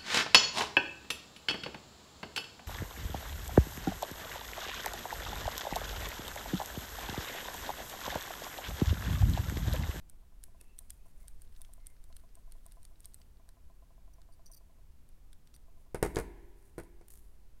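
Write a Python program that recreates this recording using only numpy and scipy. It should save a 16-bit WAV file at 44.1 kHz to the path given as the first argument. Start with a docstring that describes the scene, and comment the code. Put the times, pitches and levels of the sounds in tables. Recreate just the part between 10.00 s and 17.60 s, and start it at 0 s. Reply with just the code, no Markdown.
"""Unscrewing a small gearbox

In a quiet room a hex driver backs a tiny screw out of a plastic gearbox held over a workbench. The bit
clicks at each turn of the fingers and squeaks by stick-slip friction as it comes free. The gearbox is
set down with a clatter that excites the modes of the bench and of the steel parts on it; a small part
follows, then the screw drops and skitters. Faint tocks, rumble and hum lie underneath."""
import sys
import numpy as np
from scipy import signal
from scipy.fft import rfft, irfft
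from scipy.io import wavfile
from scipy.ndimage import uniform_filter1d

SR = 44100
rng = np.random.default_rng(int(sys.argv[2]) if len(sys.argv) > 2 else 0)


def unload_wav(signal):
    """Save mono or channel-first audio to the path in sys.argv[1] as 16-bit WAV at rate SR, clipped to [-1, 1]."""
    wavfile.write(
        sys.argv[1],
        SR,
        np.round(np.clip(np.atleast_2d(signal).T, -1, 1) * 32767).astype(np.int16),
    )


N = 335160

# The bit takes up its play. Each row: start in seconds, relative steel and plastic levels in dB.
BIT_CLICKS = [(0.0975, -42.5, -66), (0.4377, -37.5, -57), (0.6115, -43, -62), (0.7891, -33, -60),
              (0.9039, -32.5, -53), (1.281, -39, -59), (1.4188, -44, -66), (1.5632, -59, -62.5),
              (1.6165, -37.5, -60), (1.6485, -56, -59), (1.7355, -43, -68), (1.8682, -35.5, -62),
              (2.04, -50.5, -67.5), (2.1265, -59, -61.5), (2.166, -41, -57.5), (2.3534, -47, -69),
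              (2.521, -44, -59.5), (2.6632, -43, -67), (2.7205, -47.5, -61.5), (2.83, -49.5, -70),
              (2.851, -44.5, -59.5), (3.0041, -46, -71), (3.045, -54, -57.5), (3.056, -36, -60),
              (3.1435, -38.5, -62.5), (3.216, -59, -61), (3.49, -50, -61.5), (4.217, -57.5, -65.5),
              (5.0897, -55, -75), (5.33, -50.5, -60.5), (5.4729, -57.5, -64.5), (5.5407, -56.5, -61),
              (5.5628, -50.5, -65.5)]
# Harder contacts ring higher. Each row: steel minus plastic level in dB, ring frequency in Hz.
RING_PITCH = [(0, 6100), (6, 7600), (10, 9200), (25, 8950)]
# Spectrum of the held gearbox. Each row: frequency in Hz, gain in dB.
GEARBOX_SPECTRUM = [(500, -57), (1100, -6.5), (1500, 6), (2500, -2.5), (3800, 6), (6000, -0.5), (8000, -47),
                    (16000, -42)]
FIRM_DB = -42  # steel level of an ordinary click
def driver():
    """Impact excitation: after a light touch the bit strikes the screw, ringing steel and plastic."""
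    out = np.zeros(N)
    for s, db, body_db in BIT_CLICKS:
        hz = np.interp(db - body_db, *np.transpose(RING_PITCH))
        steel = resonate_twice(contact(decay_s=0.00097), hz, 2230)
        top_ring = resonate_twice(contact(decay_s=0.0027), 13000, 3000)
        add(out, s, sized(steel, db - 7.5) + sized(top_ring, db - 15.5))
        body = tint(np.roll(contact(decay_s=0.0023), 64), GEARBOX_SPECTRUM)
        add(out, s - 64 / SR, sized(body, body_db))
        ping = resonate(contact(decay_s=0.0011), rng.uniform(3320, 4890), 190)  # shifts with the grip
        add(out, s, sized(ping, body_db - 4))
        touch = resonate(contact(decay_s=0.0025), 6100, 6600)
        add(out, s - rng.uniform(0.0052, 0.0083), sized(touch, db - 24.5))
    return out


# Slips of the threads and bit. Each row: start and length in seconds, relative level in dB,
# extra gain of the lowest shaft mode in dB.
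SLIPS = [(4.135, .008, -71.5, -6), (4.322, 0.025, -72.5, 5), (4.459, 0.029, -62, -0.5),
         (4.5145, 0.0037, -60.5, -8), (4.522, 0.0048, -62, -6), (4.53, 0.013, -63, 2),
         (4.544, 0.0091, -60.5, 0), (4.565, 0.019, -63.5, 8), (5.54, 0.019, -66, 6)]
# Modes of the steel shaft. Each row: frequency and nominal width in Hz, relative level in dB.
SHAFT_MODES = [(4680, 170, 1.5), (5890, 170, 4), (9340, 320, 5), (13200, 1900, 6.5)]
def squeak():
    """Stick-slip friction: a stuck contact lets go and slides unevenly, driving the shaft's modes."""
    out = np.zeros(N)
    for s, length, db, low_db in SLIPS:
        count = max(int(length * SR), 8)
        fade = np.sqrt(1 - (np.arange(count) / count) ** 2)
        uneven = amp(4.3 * np.interp(clock(count) / .0012, np.arange(64), rng.standard_normal(64)))
        friction = np.pad(rng.standard_normal(count) * uneven * fade, (0, 600))
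        modes = np.array([amp(mode_db) * evened(resonate_twice(friction, hz, 2 * width))
                          for hz, width, mode_db in SHAFT_MODES])
        shares_db = 3.4 * rng.standard_normal(len(modes))  # each slip favours other modes
        shares_db[0] += low_db
        add(out, s, amp(db - 1) * evened(amp(shares_db) @ modes))
    return out


# Plastic bumps and meets the bench. Each row: start in seconds, relative thud and click levels in dB,
# click frequency in Hz.
BLOWS = [(0.613, -58, -63, 7850), (5.9461, -26.5, -42.5, 9700), (6.0275, -17.5, -31, 8400),
         (6.0461, -36, -50, 9500), (6.049, -27.5, -43, 10100), (6.0614, -31.5, -47, 8800),
         (6.1481, -40, -50, 10100), (6.1584, -40, -38.5, 4970), (6.1677, -20.5, -41.5, 7200),
         (6.1874, -26, -39.5, 8500), (6.1984, -32, -45, 9800), (6.7809, -33, -52, 9360),
         (6.787, -40.5, -51.5, 9930), (6.7989, -39, -52.5, 9460), (6.8347, -54, -59, 9650),
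         (7.012, -51.5, -69, 8900)]
# Modes of the bench top, the plastic shell, and the springs and steel parts on the bench.
# Each row: frequency in Hz, relative level in dB, time to decay by 60 dB in seconds.
BENCH_MODES = [(42.1, -20, 1), (59.7, -18, 0.47), (130, -8, 0.044), (187.6, -14, 0.11), (248, -25.5, 0.13),
               (344.3, -12, 0.14), (403.5, -1.5, 0.045), (464.3, -10, 0.089)]
SHELL_MODES = [(633, -18, 0.15), (705, -13, 0.061), (803, -20, 0.059), (898, -18, 0.099),
               (1296, -24.5, 0.12), (1452, -17, 0.06), (1509, -21, 0.062), (1650, -22.5, 0.063),
               (1964, -25, 0.065), (2120, -26, 0.033), (2440, -36, 0.039)]
PART_MODES = [(345, 2.5, 1.28), (399, -5.5, 2.2), (880, -21, 0.57), (974, -29.5, 4.6), (987, -13, 0.97),
              (1764, -13, 0.67), (1910, -18, .9), (2130, -25, 0.89), (2156, -11.5, 0.7)]
# Spectra of the rattling gears and the parts' many weaker modes. 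Each row: frequency in Hz, gain in dB.
GEAR_SPECTRUM = [(100, -1.5), (380, 13), (580, 3), (900, 6.5), (1500, -1), (2200, 1), (3000, -12.5),
                 (5000, -12.5), (9000, -29), (16000, -45)]
HAZE_SPECTRUM = [(150, -37), (280, 6.5), (390, 4.5), (540, -5.5), (780, -5), (1000, -2.5), (1200, -22),
                 (1500, -15), (1700, -7.5), (2150, -12), (2700, -21.5), (5000, -33)]
def clatter():
    """Modal superposition: each blow and its lighter rebound ring the bench, shell and loose parts."""
    impulses, rattle, clicks = np.zeros((3, N))
    t = clock(8192)
    rebounds = [(s + 0.011 * rng.uniform(.8, 1.2), thud_db - 17, click_db - 9.5, hz)
                for s, thud_db, click_db, hz in BLOWS]
    for s, thud_db, click_db, hz in BLOWS + rebounds:
        add(impulses, s, amp([thud_db]))
        add(rattle, s, amp(thud_db - 13.5) * noise(GEAR_SPECTRUM, len(t)) * np.exp(-t / 0.013))
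        add(clicks, s, sized(resonate(contact(decay_s=0.0016), hz, 3400), click_db))
        output_shaft = resonate(contact(decay_s=0.022), 9050, 480)
        add(clicks, s, sized(output_shaft, click_db - 10.5))
    shell = ring(SHELL_MODES[::2], SR) - ring(SHELL_MODES[1::2], SR)  # neighbours in antiphase
    bench = ring(BENCH_MODES, SR)
    thuds = signal.oaconvolve(impulses, amp(-2.5) * shell - amp(-1.13) * bench)[:N]
    t = clock(2 * SR)
    haze = noise(HAZE_SPECTRUM, len(t)) * np.exp(-t / 0.18)
    parts = signal.oaconvolve(impulses, amp(-34.5) * (ring(PART_MODES, len(t)) + haze))[:N]
    return thuds + parts + rattle, clicks


def screw(drop_s=7.0837, drop_db=-51.5, bounce_s=0.018, loss_db=1.4):
    """Inelastic collisions: the screw taps the bench in weakening bounces, then patters to rest."""
    out = np.zeros(N)
    for k, (late, uneven) in enumerate(rng.standard_normal((7, 2))):
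        s = drop_s + k * bounce_s + 0.001 * late
        db = drop_db - k * loss_db + 1.3 * uneven
        bounce = resonate(resonate(contact(decay_s=0.0015), 11000, 9300), 11000, 9400)
        tap = resonate(contact(decay_s=0.0025), 1500, 1400)
        add(out, s, sized(bounce, db) + sized(tap, db - 12.5))
    t = clock(SR // 2)
    patter = sparse(len(t), per_s=3500) * np.exp(-t / 0.084)
    add(out, drop_s + bounce_s, amp(-72.5) * evened(resonate(patter, 10500, 4000)))
    return out


# The fingers shift their grip. Each row: centre and length in seconds, relative level in dB.
GRIP_SHIFTS = [(1.076, 0.075, -72.5), (1.204, 0.082, -71.5), (1.562, 0.063, -70), (5.807, 0.073, -77),
               (6.666, 0.17, -74)]
# Spectrum of rubbing skin. Each row: frequency in Hz, gain in dB.
SKIN_SPECTRUM = [(300, -28), (1400, -2.5), (2200, -4), (3200, -12), (6500, -7.5), (9500, 2), (12000, -3),
                 (16000, -5.5)]
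def fingers(start_s=0.3, end_s=3.3, lag_s=0.021, stroke_s=0.12):
    """Sliding friction: skin on the handle hisses and crackles with each stroke and change of grip."""
    strokes = [(s + lag_s, stroke_s, -77 + 0.15 * (db - FIRM_DB))  # firmer with the louder clicks
               for s, db, _ in BIT_CLICKS if start_s < s < end_s]
    level = np.sqrt(sum((amp(db) * swell(s, length)) ** 2 for s, length, db in strokes + GRIP_SHIFTS))
    grains = rng.standard_normal(N) * amp(7.2 * rng.standard_normal(N))
    crackle = sparse(N, per_s=110)  # skin catches and lets go
    drag = amp(2.8 * wander(N, span=700) + 0.1)
    rubbing = tint(evened(grains) + amp(-3.5) * evened(crackle), SKIN_SPECTRUM)
    return level * drag * evened(rubbing)


def creaks(start_s, end_s, per_s, db):
    """Random impulse excitation: the gripped gearbox gives tiny dull ticks."""
    out = np.zeros(N)
    for place, softness in rng.random((int(per_s * (end_s - start_s)), 2)):
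        tick = tint(np.roll(contact(decay_s=0.0024), 64), GEARBOX_SPECTRUM)
        add(out, start_s + place * (end_s - start_s), sized(tick, db - 8 * softness))
    return out


# Squeaks as the parts change hands. Each row: start and length in seconds, level in dB, top pitch in Hz.
THIN_SQUEAKS = [(6.34, 0.1, -86, 10800), (6.44, 0.084, -80, 12680), (6.565, 0.064, -81, 13100)]
def chirps(pitch_dip=0.045):
    """Frequency and amplitude modulation: a near-pure tone's pitch and level arch together."""
    out = np.zeros(N)
    for s, length, db, top_hz in THIN_SQUEAKS:
        t = np.arange(0, length, 1 / SR)
        arch = np.sin(np.pi * t / length)
        hz = top_hz * (1 - pitch_dip * (1 - arch) + 0.004 * wander(len(t), span=60))
        add(out, s, amp(db) * np.sqrt(abs(arch)) * np.sin(2 * np.pi * np.cumsum(hz) / SR))
    return out


# Faint whines of the turning. Each row: centre and length in seconds, level in dB, frequency in Hz.
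TURNING_WHINES = [(0.609, 0.014, -68.5, 2660), (0.703, 0.15, -78, 2670), (1.00, 0.17, -86.5, 2530),
                  (1.233, 0.12, -84, 2090), (1.864, 0.16, -79.5, 2100)]
def whine():
    """Forced resonance: light friction feeds one narrow band at a time."""
    friction = rng.standard_normal(N)
    return sum(amp(db) * swell(s, length) * evened(resonate_twice(friction, hz, 170))
               for s, length, db, hz in TURNING_WHINES)


# Even runs of faint hollow tocks, probably a lens drive. Each row: first and last time in seconds,
# count, relative level in dB.
TOCK_RUNS = [(0.13, 0.323, 3, -65), (0.483, 0.547, 2, -59.5), (0.808, 0.806, 1, -59),
             (1.059, 1.241, 2, -59.5), (1.604, 1.78, 3, -59.5), (2.103, 2.372, 3, -58),
             (2.476, 2.553, 2, -58.5), (2.661, 2.771, 2, -55.5), (2.911, 3.2, 3, -62),
             (3.398, 3.57, 3, -59), (3.7, 3.824, 2, -57.5), (3.906, 3.98, 2, -60.5), (4.078, 4.5, 5, -57.5),
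             (4.609, 4.786, 3, -62.5), (5.683, 5.863, 3, -62)]
def tocks():
    """Damped free vibration: each short push rings three low modes, which are choked after 13 ms."""
    out, t = np.zeros(N), clock(2048)
    tock = ring([(677, -4.5, 0.25), (1012, -5.5, 0.12), (797, -2.5, 0.02)], len(t))
    tock *= np.exp(-np.maximum(t - .013, 0) / 0.0055)
    for first, last, count, db in TOCK_RUNS:
        for s in np.linspace(first, last, round(count)):
            add(out, s, amp(db - 3.5 + rng.standard_normal()) * tock)
    return out


# Course of the deep rumble. Each row: time in seconds, level in dB.
RUMBLE_LEVELS = [(0, -73), (0.6, -53.5), (1.3, -47), (1.8, -50), (2.6, -49.5), (3.2, -64), (5.3, -77),
                 (7.6, -60.5)]
# Its spectrum. Each row: frequency in Hz, gain in dB.
RUMBLE_SPECTRUM = [(4, -7.5), (11, -4), (20, -2), (35, -18.5), (60, -37.5), (200, -66.5)]
def rumble():
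    """Amplitude-modulated noise: a deep rumble swells while the hands are busiest."""
    return amp(np.interp(clock(N), *np.transpose(RUMBLE_LEVELS))) * noise(RUMBLE_SPECTRUM, N)


# Machinery in the building. Each row: frequency and bandwidth in Hz, level in dB.
MACHINE_HUM = [(40.1, 5.3, -61.5), (67.35, 5, -67)]
# Spectrum of the low drone and soft hiss. Each row: frequency in Hz, gain in dB.
AIR_SPECTRUM = [(8, 3), (20, -1), (30, -5.5), (45, -12), (60, -19.5), (100, -22.5), (158, -28),
                (446, -39.5), (900, -42), (1300, -46.5), (2900, -49.5), (4500, -50.5), (9000, -50.5),
                (16000, -49.5)]
def air():
    """Stationary noise: narrow bands of machine hum stand on the building's broadband drone."""
    hum = sum(amp(db) * evened(resonate(rng.standard_normal(N), hz, width))
              for hz, width, db in MACHINE_HUM)
    return hum + amp(-53.5) * noise(AIR_SPECTRUM, N)


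# Decay of the small room. Each row: frequency in Hz, time to decay by 60 dB in seconds.
REVERB_TIMES = [(100, 0.82), (500, 0.27), (2000, 0.35), (9000, 0.35), (16000, 0.53)]
def room(x):
    """Reverberation: sparse reflections follow a short gap, each band dying at its own rate."""
    t = clock(SR)
    onset = (.18 + .82 * (t > .0125)) * (t > .004)
    hz, times, bands = signal.stft(sparse(SR, per_s=9000) * onset, SR, nperseg=256)
    decay = amp(-60 * times / read(REVERB_TIMES, hz)[:, None])
    tail = signal.istft(bands * decay, SR, nperseg=256)[1]
    return signal.oaconvolve(x, tail / np.linalg.norm(tail))[:N]


def contact(decay_s, rise_s=0.00033):
    """Rough contact: two faces meet in a brief chatter of tiny impacts."""
    t = clock(2048)
    return rng.standard_normal(len(t)) * np.exp(-t / decay_s) * (1 - np.exp(-t / rise_s))


def ring(modes, size):
    """Impulse response: a sum of exponentially decaying modes."""
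    t = clock(size)
    return sum(amp(db - 60 * t / t60) * np.sin(2 * np.pi * hz * t) for hz, db, t60 in modes)


def resonate(x, hz, width_hz):
    """Second-order resonance with a peak gain of 1."""
    hz = min(hz, SR * .45)
    return signal.lfilter(*signal.iirpeak(hz, hz / width_hz, SR), x)


def resonate_twice(x, hz, width_hz):
    """Two equal resonances in cascade give steeper skirts."""
    return resonate(resonate(x, hz, width_hz), hz, width_hz)


def tint(x, spectrum):
    """Zero-phase filtering by a curve of (Hz, dB) points."""
    return irfft(rfft(x) * amp(read(spectrum, np.fft.rfftfreq(len(x), 1 / SR))), len(x))


def noise(spectrum, size):
    """Coloured noise of unit rms."""
    return evened(tint(rng.standard_normal(size), spectrum))


def sparse(size, per_s):
    """Shot noise: impulses of random time and strength."""
    return rng.standard_normal(size) * (rng.random(size) < per_s / SR)


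def wander(size, span):
    """Slow fluctuation of unit rms: noise averaged over span samples."""
    return evened(uniform_filter1d(rng.standard_normal(size), span))


def swell(s, length):
    """Gaussian envelope centred on the time s."""
    return np.exp(-(2 * (clock(N) - s) / length) ** 2)


def sized(x, db):
    """Scales a click to the energy of 2 ms at this level."""
    return amp(db) * x * np.sqrt(.002 * SR) / np.linalg.norm(x)


def evened(x):
    """Scales x to unit rms."""
    return x / np.sqrt(np.mean(x ** 2) + 1e-30)


def amp(db):
    """Decibels to amplitude ratio."""
    return 10 ** (np.asarray(db) / 20)


def read(points, hz):
    """Interpolates (Hz, value) points on a log-frequency axis."""
    f, value = np.transpose(points)
    return np.interp(np.log(hz + 1), np.log(f + 1), value)


def clock(size):
    """Sample times in seconds."""
    return np.arange(size) / SR


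def add(mix, s, sound):
    """Mixes a sound in at the time s."""
    part = mix[round(s * SR):][:len(sound)]
    part += sound[:len(part)]


def scene():
    """Superposition: direct sound from hands and bench adds to its reflections and the background."""
    thuds, clicks = clatter()
    held = driver() + squeak() + creaks(start_s=1.4, end_s=3.4, per_s=11, db=-66)
    dropped = clicks + screw()
    reflections = room(amp(-18.5) * held + amp(-14.5) * dropped + amp(-13) * thuds)
    foreground = held + dropped + thuds + reflections + fingers() + chirps() + whine()
    return (foreground + tocks() + rumble() + air())[None]


# Treble response of the microphone. Each row: frequency in Hz, gain in dB.
MIC_RESPONSE = [(10000, 0), (13500, -.5), (16000, -5)]
def record(dry, cutoff_hz=16100):
    """Low-pass filtering: the microphone softens the treble, then a steep band limit ends it."""
    band_limit = signal.firwin(255, cutoff_hz, window=("kaiser", 7), fs=SR)
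    return signal.oaconvolve(tint(dry[0], MIC_RESPONSE), band_limit, "same")[None]


dry = scene()
out = record(dry)
unload_wav(out)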